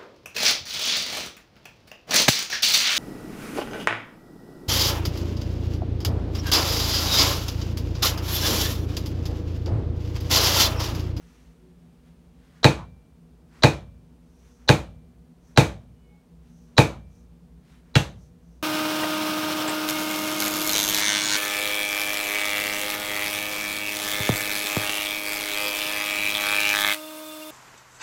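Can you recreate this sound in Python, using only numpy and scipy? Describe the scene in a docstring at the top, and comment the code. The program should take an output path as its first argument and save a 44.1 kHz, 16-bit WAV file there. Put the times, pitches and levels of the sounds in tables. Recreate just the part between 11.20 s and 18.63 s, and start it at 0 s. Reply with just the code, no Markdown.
"""A small workshop drones softly while hands shift a steel stamp on leather over a stone slab.
At about 1.4 s a sleeve swishes and the first of six maul (heavy hammer) blows lands, roughly one a second.
The stamp chirps as it bites, the slab cracks, steel rings, the bench knocks and thumps, loose tools
jingle and the room answers. Between the blows, and after the last, the hands move the stamp on."""
import sys
import numpy as np
from scipy import signal
from scipy.fft import rfft, irfft, next_fast_len
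from scipy.io import wavfile

SR = 44100
rng = np.random.default_rng(int(sys.argv[2]) if len(sys.argv) > 2 else 0)


def dump_mix(stems):
    """Bounce the given channels to the path in sys.argv[1] as a 16-bit WAV at rate SR."""
    frames = np.atleast_2d(stems).T  # one column per channel
    limited = np.clip(frames, -1, 1)  # hard clip at full scale
    pcm = np.round(limited * 32767).astype(np.int16)
    wavfile.write(sys.argv[1], SR, pcm)


N = 327530
TIME = np.arange(N) / SR
AGE = np.arange(int(1.2 * SR)) / SR  # seconds since a hit
FFT_SIZE = next_fast_len(N)

def gain(db):
    """Turn decibels into a multiplier."""
    return 10 ** (np.asarray(db) / 20)

def unit(x):
    """Scale to an average power of 1."""
    return x / np.sqrt(np.mean(x ** 2))

def add(out, x, start_s):
    """Mix x into out from start_s on."""
    i = max(int(round(start_s * SR)), 0)
    out[i:i + len(x)] += x[:len(out) - i]

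def bins(size):
    """The frequencies in a spectrum of this many samples."""
    return np.maximum(np.fft.rfftfreq(size, 1 / SR), 1)

def along(hz, points, values):
    """Read a curve between its points, on a pitch scale."""
    return np.interp(np.log(hz), np.log(points), values)

def fade(fade_s):
    """Die away by 60 dB in the fade time."""
    return np.exp(-np.log(1000) * AGE / fade_s)

def swell(rise_s):
    """Start smoothly."""
    return 1 - np.exp(-(AGE / rise_s) ** 2)

def hump(middle, length):
    """Rise and fall softly."""
    return np.exp(-(2 * (TIME - middle) / length) ** 2)

def ring(tones, rise_s):
    """A struck object's fading tones; neighbours swing in opposite directions."""
    return swell(rise_s) * sum((-1) ** k * gain(db) * fade(fade_s) * np.sin(2 * np.pi * hz * AGE)
                               for k, (hz, db, fade_s) in enumerate(tones))

def band_noise(hz, width, size=FFT_SIZE):
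    """Noise gathered around one pitch, at most N samples long."""
    f = bins(size)
    spectrum = rfft(rng.standard_normal(size)) / (1 + ((f - hz ** 2 / f) / width) ** 2)
    return unit(irfft(spectrum, size))[:N]

def rubbing(strokes, band, hiss, hiss_db):
    """Soft strokes on a surface; band and hiss are each (pitch [Hz], width [Hz])."""
    surface = band_noise(*band) + gain(hiss_db) * band_noise(*hiss)
    return surface * sum(gain(db) * hump(s, length) for s, length, db in strokes)

# the air's tone colour (pitch [Hz], level [dB])
AIR_COLOUR = [(15, -61), (25, -30), (48, -1.5), (72, -1.5), (92, -22), (170, -2), (200, -18), (249, -4),
              (270, -16.5), (463, -19.5), (516, -27), (560, -23.5), (1940, -38.5), (2610, -39),
              (16000, -50.5)]
# the room's drone (pitch [Hz], width [Hz], level [dB])
DRONE_BANDS = [(60, 9, -59), (170.1, 15, -58.5), (239.4, 8, -65), (480, 20, -72.5), (8850, 530, -88)]
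def room_tone(air_db=-54.5):
    """Soft air noise with a wavering drone."""
    colour = gain(along(bins(FFT_SIZE), *np.transpose(AIR_COLOUR)))
    air = unit(irfft(rfft(rng.standard_normal(FFT_SIZE)) * colour, FFT_SIZE))[:N]
    return gain(air_db) * air + sum(gain(db) * band_noise(hz, width) for hz, width, db in DRONE_BANDS)

# changes of grip (middle time [s], length [s], level [dB])
GRIP_STROKES = [(.1, 0.52, -66.5), (.8, 0.78, -75.5), (.88, 0.069, -74), (1.28, .2, -68.5),
                (3.27, 0.14, -68), (5.28, .1, -72), (6.53, 0.16, -64)]
def hand_rustle():
    """The hands rub as they shift their grip."""
    return rubbing(GRIP_STROKES, band=(1600, 3200), hiss=(8000, 9000), hiss_db=-12)

# moves of the stamp (middle time [s], length [s], level [dB])
SLIDE_STROKES = [(.1, 0.42, -74.5), (3.3, .4, -73), (4.29, 0.13, -73), (5.4, 0.27, -73.5),
                 (5.97, 0.14, -73.5), (7.03, 0.12, -71), (7.32, .18, -77.5)]
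def leather_slide():
    """The stamp slides over the leather to its next place."""
    return rubbing(SLIDE_STROKES, band=(5960, 1200), hiss=(5500, 8000), hiss_db=-2.5)

# faint squeaks (middle time [s], length [s], pitch [Hz], level [dB])
STAMP_SQUEAKS = [(0.463, 0.15, 366, -55.5), (4.843, 0.18, 2950, -75), (4.933, .16, 2200, -67.5),
                 (4.938, .09, 831, -66)]
def squeaks():
    """Thin, wavering tones as the stamp is set in place."""
    waver = np.cumsum(band_noise(7.2, 5.2)) / SR
    return sum(gain(db) * hump(s, length) * np.sin(2 * np.pi * hz * (TIME + .0058 * waver))
               for s, length, hz, db in STAMP_SQUEAKS)

# maul blows (time [s], strength [dB], stiffness under the stamp [0-1], shank ring [dB],
# bite length [s], bite level [dB], sleeve swish [dB])
MAUL_BLOWS = [(1.4442, 1, 0.03, -.5, 0.0017, 1.5, -64), (2.4364, .5, .08, -1, 0.0033, .5, -59.5),
              (3.491, 0.5, 0.17, 0.5, .0065, -3.5, -69), (4.375, 1.5, .18, 1.5, .0022, -8.5, -71),
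              (5.5812, 1, 0.02, 1.5, 0.0055, -4.5, -73.5), (6.755, -0.8, 0.94, 0, 0.0038, -17, -70)]
def maul_blows(roughness, echo_s=.0077, echo_db=-6, repeat_share=.3):
    """Each swing and hit; stiffness under the stamp keeps the blow in the maul and out of the bench."""
    out = roughness * sleeve_swish()
    walls = rng.standard_normal(len(AGE))
    for s, db, stiffness, shank_db, bite_s, bite_db, _ in MAUL_BLOWS:
        knock_db = np.interp(stiffness, [0, 1], [1.5, -9])
        jingle_db = np.interp(stiffness, [0, 1], [1, -16.5])
        clank_db = np.interp(stiffness, [0, 1], [-28, 5])
        crack_db = np.interp(stiffness, [0, 1], [-3, -5])
        add(out, gain(db - 16 + bite_db) * stamp_chirp(bite_s), s - .02)
        crack = gain(db + crack_db) * slab_crack(knock_db)
        add(out, crack, s - .0003)
        clack = gain(bite_db) * stamp_clack()
        clank = gain(clank_db) * maul_clank()
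        steel = clack + clank + gain(shank_db) * shank_ring()
        add(steel, gain(jingle_db) * tool_jingle(), .017)
        add(out, gain(db - 1) * ringing_in_room(steel), s)
        add(out, gain(db) * (gain(knock_db) * bench_knock() + frame_thump()), s)
        add(out, gain(echo_db) * crack, s + echo_s)  # off the nearest wall
        add(out, gain(db + echo_db) * (clack + gain(-5) * clank), s + echo_s)
        # some echoes repeat from blow to blow; the moving arms change the rest
        fresh = rng.standard_normal(len(AGE))
        echoes = np.sqrt(repeat_share) * walls + np.sqrt(1 - repeat_share) * fresh
        add(out, gain(db - 19) * room_answer(echoes, 1.4 * shank_db, knock_db), s + .0018)
    return out

def sleeve_swish(lead_s=.06, length_s=.13):
    """The sleeve swishes as the arm comes down."""
    swings = [(s - lead_s, length_s, db) for s, *_, db in MAUL_BLOWS]
    return rubbing(swings, band=(1250, 1600), hiss=(5000, 6000), hiss_db=-9)

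def stamp_chirp(bite_s, hz=3985, wobble_hz=300, graze_s=.014, graze_db=-16):
    """The maul grazes the stamp, then slips harder on it just before the crack."""
    size = int(.025 * SR)
    time_left = .02 - AGE[:size]  # until the blow lands
    slip_hz = hz + wobble_hz * band_noise(400, 1100, size)  # unsteady sticking and slipping
    slip = np.sqrt(2) * np.sin(2 * np.pi * np.cumsum(slip_hz) / SR)
    slip += gain(-11) * band_noise(5700, 2000, size)
    stop = np.clip(1 + time_left / .0013, 0, 1)
    graze, bite = (np.clip((span - time_left) / .0015, 0, 1) * stop for span in (graze_s, bite_s))
    push = gain(-17) * graze * band_noise(650, 970, size)
    rub = slip * (bite + gain(graze_db) * graze) + push
    return signal.sosfilt(signal.butter(6, 7800, fs=SR, output="sos"), rub)

# the crack's tone colour (pitch [Hz], level [dB])
CRACK_COLOUR = [(150, -4.5), (400, -4.5), (650, 4), (880, 1), (1100, -4.5), (1650, 3.5), (2100, -4),
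                (2450, -1.5), (3350, -9.5), (3850, -4), (4800, -12.5), (7000, -19), (10000, -29.5),
                (16000, -37)]
def slab_crack(knock_db, spread_s=.002199):
    """A sharp click; waves bending the slab carry the highs out first and the lows later."""
    f = bins(len(AGE))
    body_db = knock_db * along(f, [250, 450, 930, 1400], [0, 1, 1, 0])
    # build a click of this colour with its energy packed at the start
    cepstrum = irfft(np.log(gain(along(f, *np.transpose(CRACK_COLOUR)) + body_db)))
    cepstrum[1:] *= 2
    cepstrum[len(cepstrum) // 2:] = 0
    lows_late = np.exp(-4j * np.pi * spread_s * np.sqrt(1000 * f) + 2j * np.pi * f * spread_s / 4)
    click = np.exp(rfft(cepstrum)) * lows_late
    hits = rng.standard_normal(len(AGE)) * fade(.02) * swell(.00051)  # waves bounce off the edges
    hits *= gain(-6) / np.linalg.norm(hits)
    hits[0] += 1  # the main hit
    hits[round(.0025 * SR)] += gain(-7)  # the stamp bottoms out again
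    return irfft(click * rfft(hits))[:len(AGE) // 2] / np.abs(irfft(click)).max()

# the stamp's tones (pitch [Hz], level [dB], fade time [s])
STAMP_TONES = [(3770, -13.5, 0.013), (3938, -10.5, 0.017), (4150, -15, .018), (4430, -15, .028)]
def stamp_clack():
    """The stamp rings very briefly as it bites."""
    return ring(STAMP_TONES, rise_s=.0004)

# the maul head's tones (pitch [Hz], level [dB], fade time [s])
MAUL_TONES = [(1400, -22, .04), (1640, -19, .054), (1860, -24, .04), (2722, -23, .11), (2920, -20, .06),
              (3100, -26.5, .1), (3323, -19, .075), (3430, -23, .05), (4797, -34, .11)]
def maul_clank():
    """The maul's head rings from the hit."""
    return ring(MAUL_TONES, rise_s=.001)

# the shank's tones (pitch [Hz], level [dB], fade time [s])
SHANK_TONES = [(6230, -35, .17), (6270, -41, 0.28), (8400, -47.5, 0.21), (12000, -51.5, .19),
               (12600, -47, .24), (15280, -51, .19), (15440, -50, .2)]
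def shank_ring():
    """The stamp's thin steel stem, its shank, rings high."""
    return ring(SHANK_TONES, rise_s=.0036)

# tones of the slab and bench top (pitch [Hz], level [dB], fade time [s])
BENCH_TONES = [(215.7, -26, 0.26), (255, -22.5, 0.23), (305, -16, 0.24), (335.5, -18.5, 0.27),
               (393.6, -22, .17), (439, -19.5, 0.24), (461, -20, .16), (496.5, -16, 0.22),
               (557.5, -26, 0.29), (595, -18.5, .18), (675.5, -22, 0.17), (757.5, -20.5, .15),
               (771, -27, 0.12), (844.5, -16, .16), (888.4, -15.5, 0.14), (964, -31, 0.23),
               (1056, -25, .15), (1283, -30, 0.096), (1410, -30.5, .15), (1614, -29.5, 0.099),
               (1784, -28, 0.17), (3570, -33.5, 0.17), (3800, -31.5, 0.17), (3770, -25.5, .15),
               (3990, -31.5, 0.1), (4350, -34, 0.13)]
def bench_knock():
    """The slab and bench top shake together."""
    return ring(BENCH_TONES, rise_s=.0045)

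def ringing_in_room(steel, echo_db=-11):
    """The walls keep the steel's tones alive, smeared and uneven."""
    walls = rng.standard_normal(len(AGE)) * fade(.21) * swell(.018)
    return steel + gain(echo_db) * signal.fftconvolve(steel, walls / np.linalg.norm(walls))[:len(steel)]

# the workshop's echo (pitch [Hz], level [dB], fade time [s])
ROOM_BANDS = [(35, -29, 0.82), (80, -8, 0.97), (150, -6.5, 0.9), (282, -9.5, .35), (550, -4, .38),
              (920, -5.5, 0.31), (1300, -8, .3), (2500, -10.5, .26), (3280, -15, 0.3), (3830, -12, 0.28),
              (4988, -18.5, .26), (6600, -17.5, .255), (10150, -27.5, .245), (15500, -36.5, 0.21)]
def room_answer(echoes, hiss_db, knock_db):
    """Many echoes blur together; each band fades at its own rate, the lows last."""
    hz, db, fade_times = np.transpose(ROOM_BANDS)
    f = bins(len(AGE))
    tint_db = hiss_db * along(f, [5000, 11000], [0, 1])
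    tint_db += .4 * knock_db * along(f, [120, 300, 900, 3000], [0, 1, 1, 0])
    spectrum = rfft(echoes) * unit(gain(along(f, hz, db))) * gain(tint_db)
    return swell(.0035) * sum(irfft(spectrum * along(f, hz, band)) * fade(fade_s)
                              for band, fade_s in zip(np.eye(len(hz)), fade_times))

# the bench frame's tones (pitch [Hz], level [dB], fade time [s], delay [s], rise time [s])
FRAME_TONES = [(68.5, -24, 0.33, .011, 0.0073), (125, 8.5, .04, .004, .009),
               (133.4, -10, .19, .0045, 0.0085), (147, -26, 0.26, .03, 0.015),
               (159, -24, 0.23, 0.0073, 0.0033), (190.2, -17, 0.17, 0.0034, .004),
               (102.5, -21, 0.28, .011, 0.0039), (296, -8.5, 0.044, .002, 0.0021),
               (59.1, -34.5, 1.2, 0.0083, .03), (72.4, -36.5, 0.46, 0.043, 0.044),
               (95.6, -35, 0.51, 0.059, .04)]
def frame_thump():
    """The heavy frame bounces under the slab and gets going late."""
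    out = np.zeros(len(AGE))
    for hz, db, fade_s, delay_s, rise_s in FRAME_TONES:
        add(out, ring([(hz, db, fade_s)], rise_s), delay_s)
    return out

# the tools' tones (pitch [Hz], level [dB], fade time [s])
TOOL_TONES = [(2287, -25.5, 0.18), (2317, -28, 0.13), (2390, -23, .12), (2467, -19, 0.11),
              (2586, -24, 0.12), (2350, -58, 1)]
def tool_jingle():
    """Loose steel tools ring as they land after a hop."""
    return ring(TOOL_TONES, rise_s=.0012)

# rustles on the bench (middle time [s], level [dB])
SETTLE_TIMES = [(1.605, -45), (5.73, -49.5)]
def settling(length_s=.082):
    """Loose things settle after the blows that shake the bench most."""
    return band_noise(1000, 530) * sum(gain(db) * hump(s, length_s) for s, db in SETTLE_TIMES)

def scene():
    """Room, hands and blows at one microphone."""
    roughness = gain(.6 * band_noise(30, 60))  # makes all rubbing slightly uneven
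    rustles = roughness * (hand_rustle() + leather_slide() + settling())
    return (room_tone() + rustles + squeaks() + maul_blows(roughness))[None]

def record(dry, low_cut_hz=45, high_cut_hz=15700):
    """Drop the deepest bass, round off the loudest peaks and cut the very top."""
    thin = irfft(rfft(dry, 2 * N) / np.sqrt(1 + (low_cut_hz / bins(2 * N)) ** 8))[:, :N]
    rounded = thin / (1 + thin ** 4) ** (1 / 4)
    return signal.sosfilt(signal.ellip(8, .2, 70, high_cut_hz, fs=SR, output="sos"), rounded)

dry = scene()
out = record(dry)
dump_mix(out)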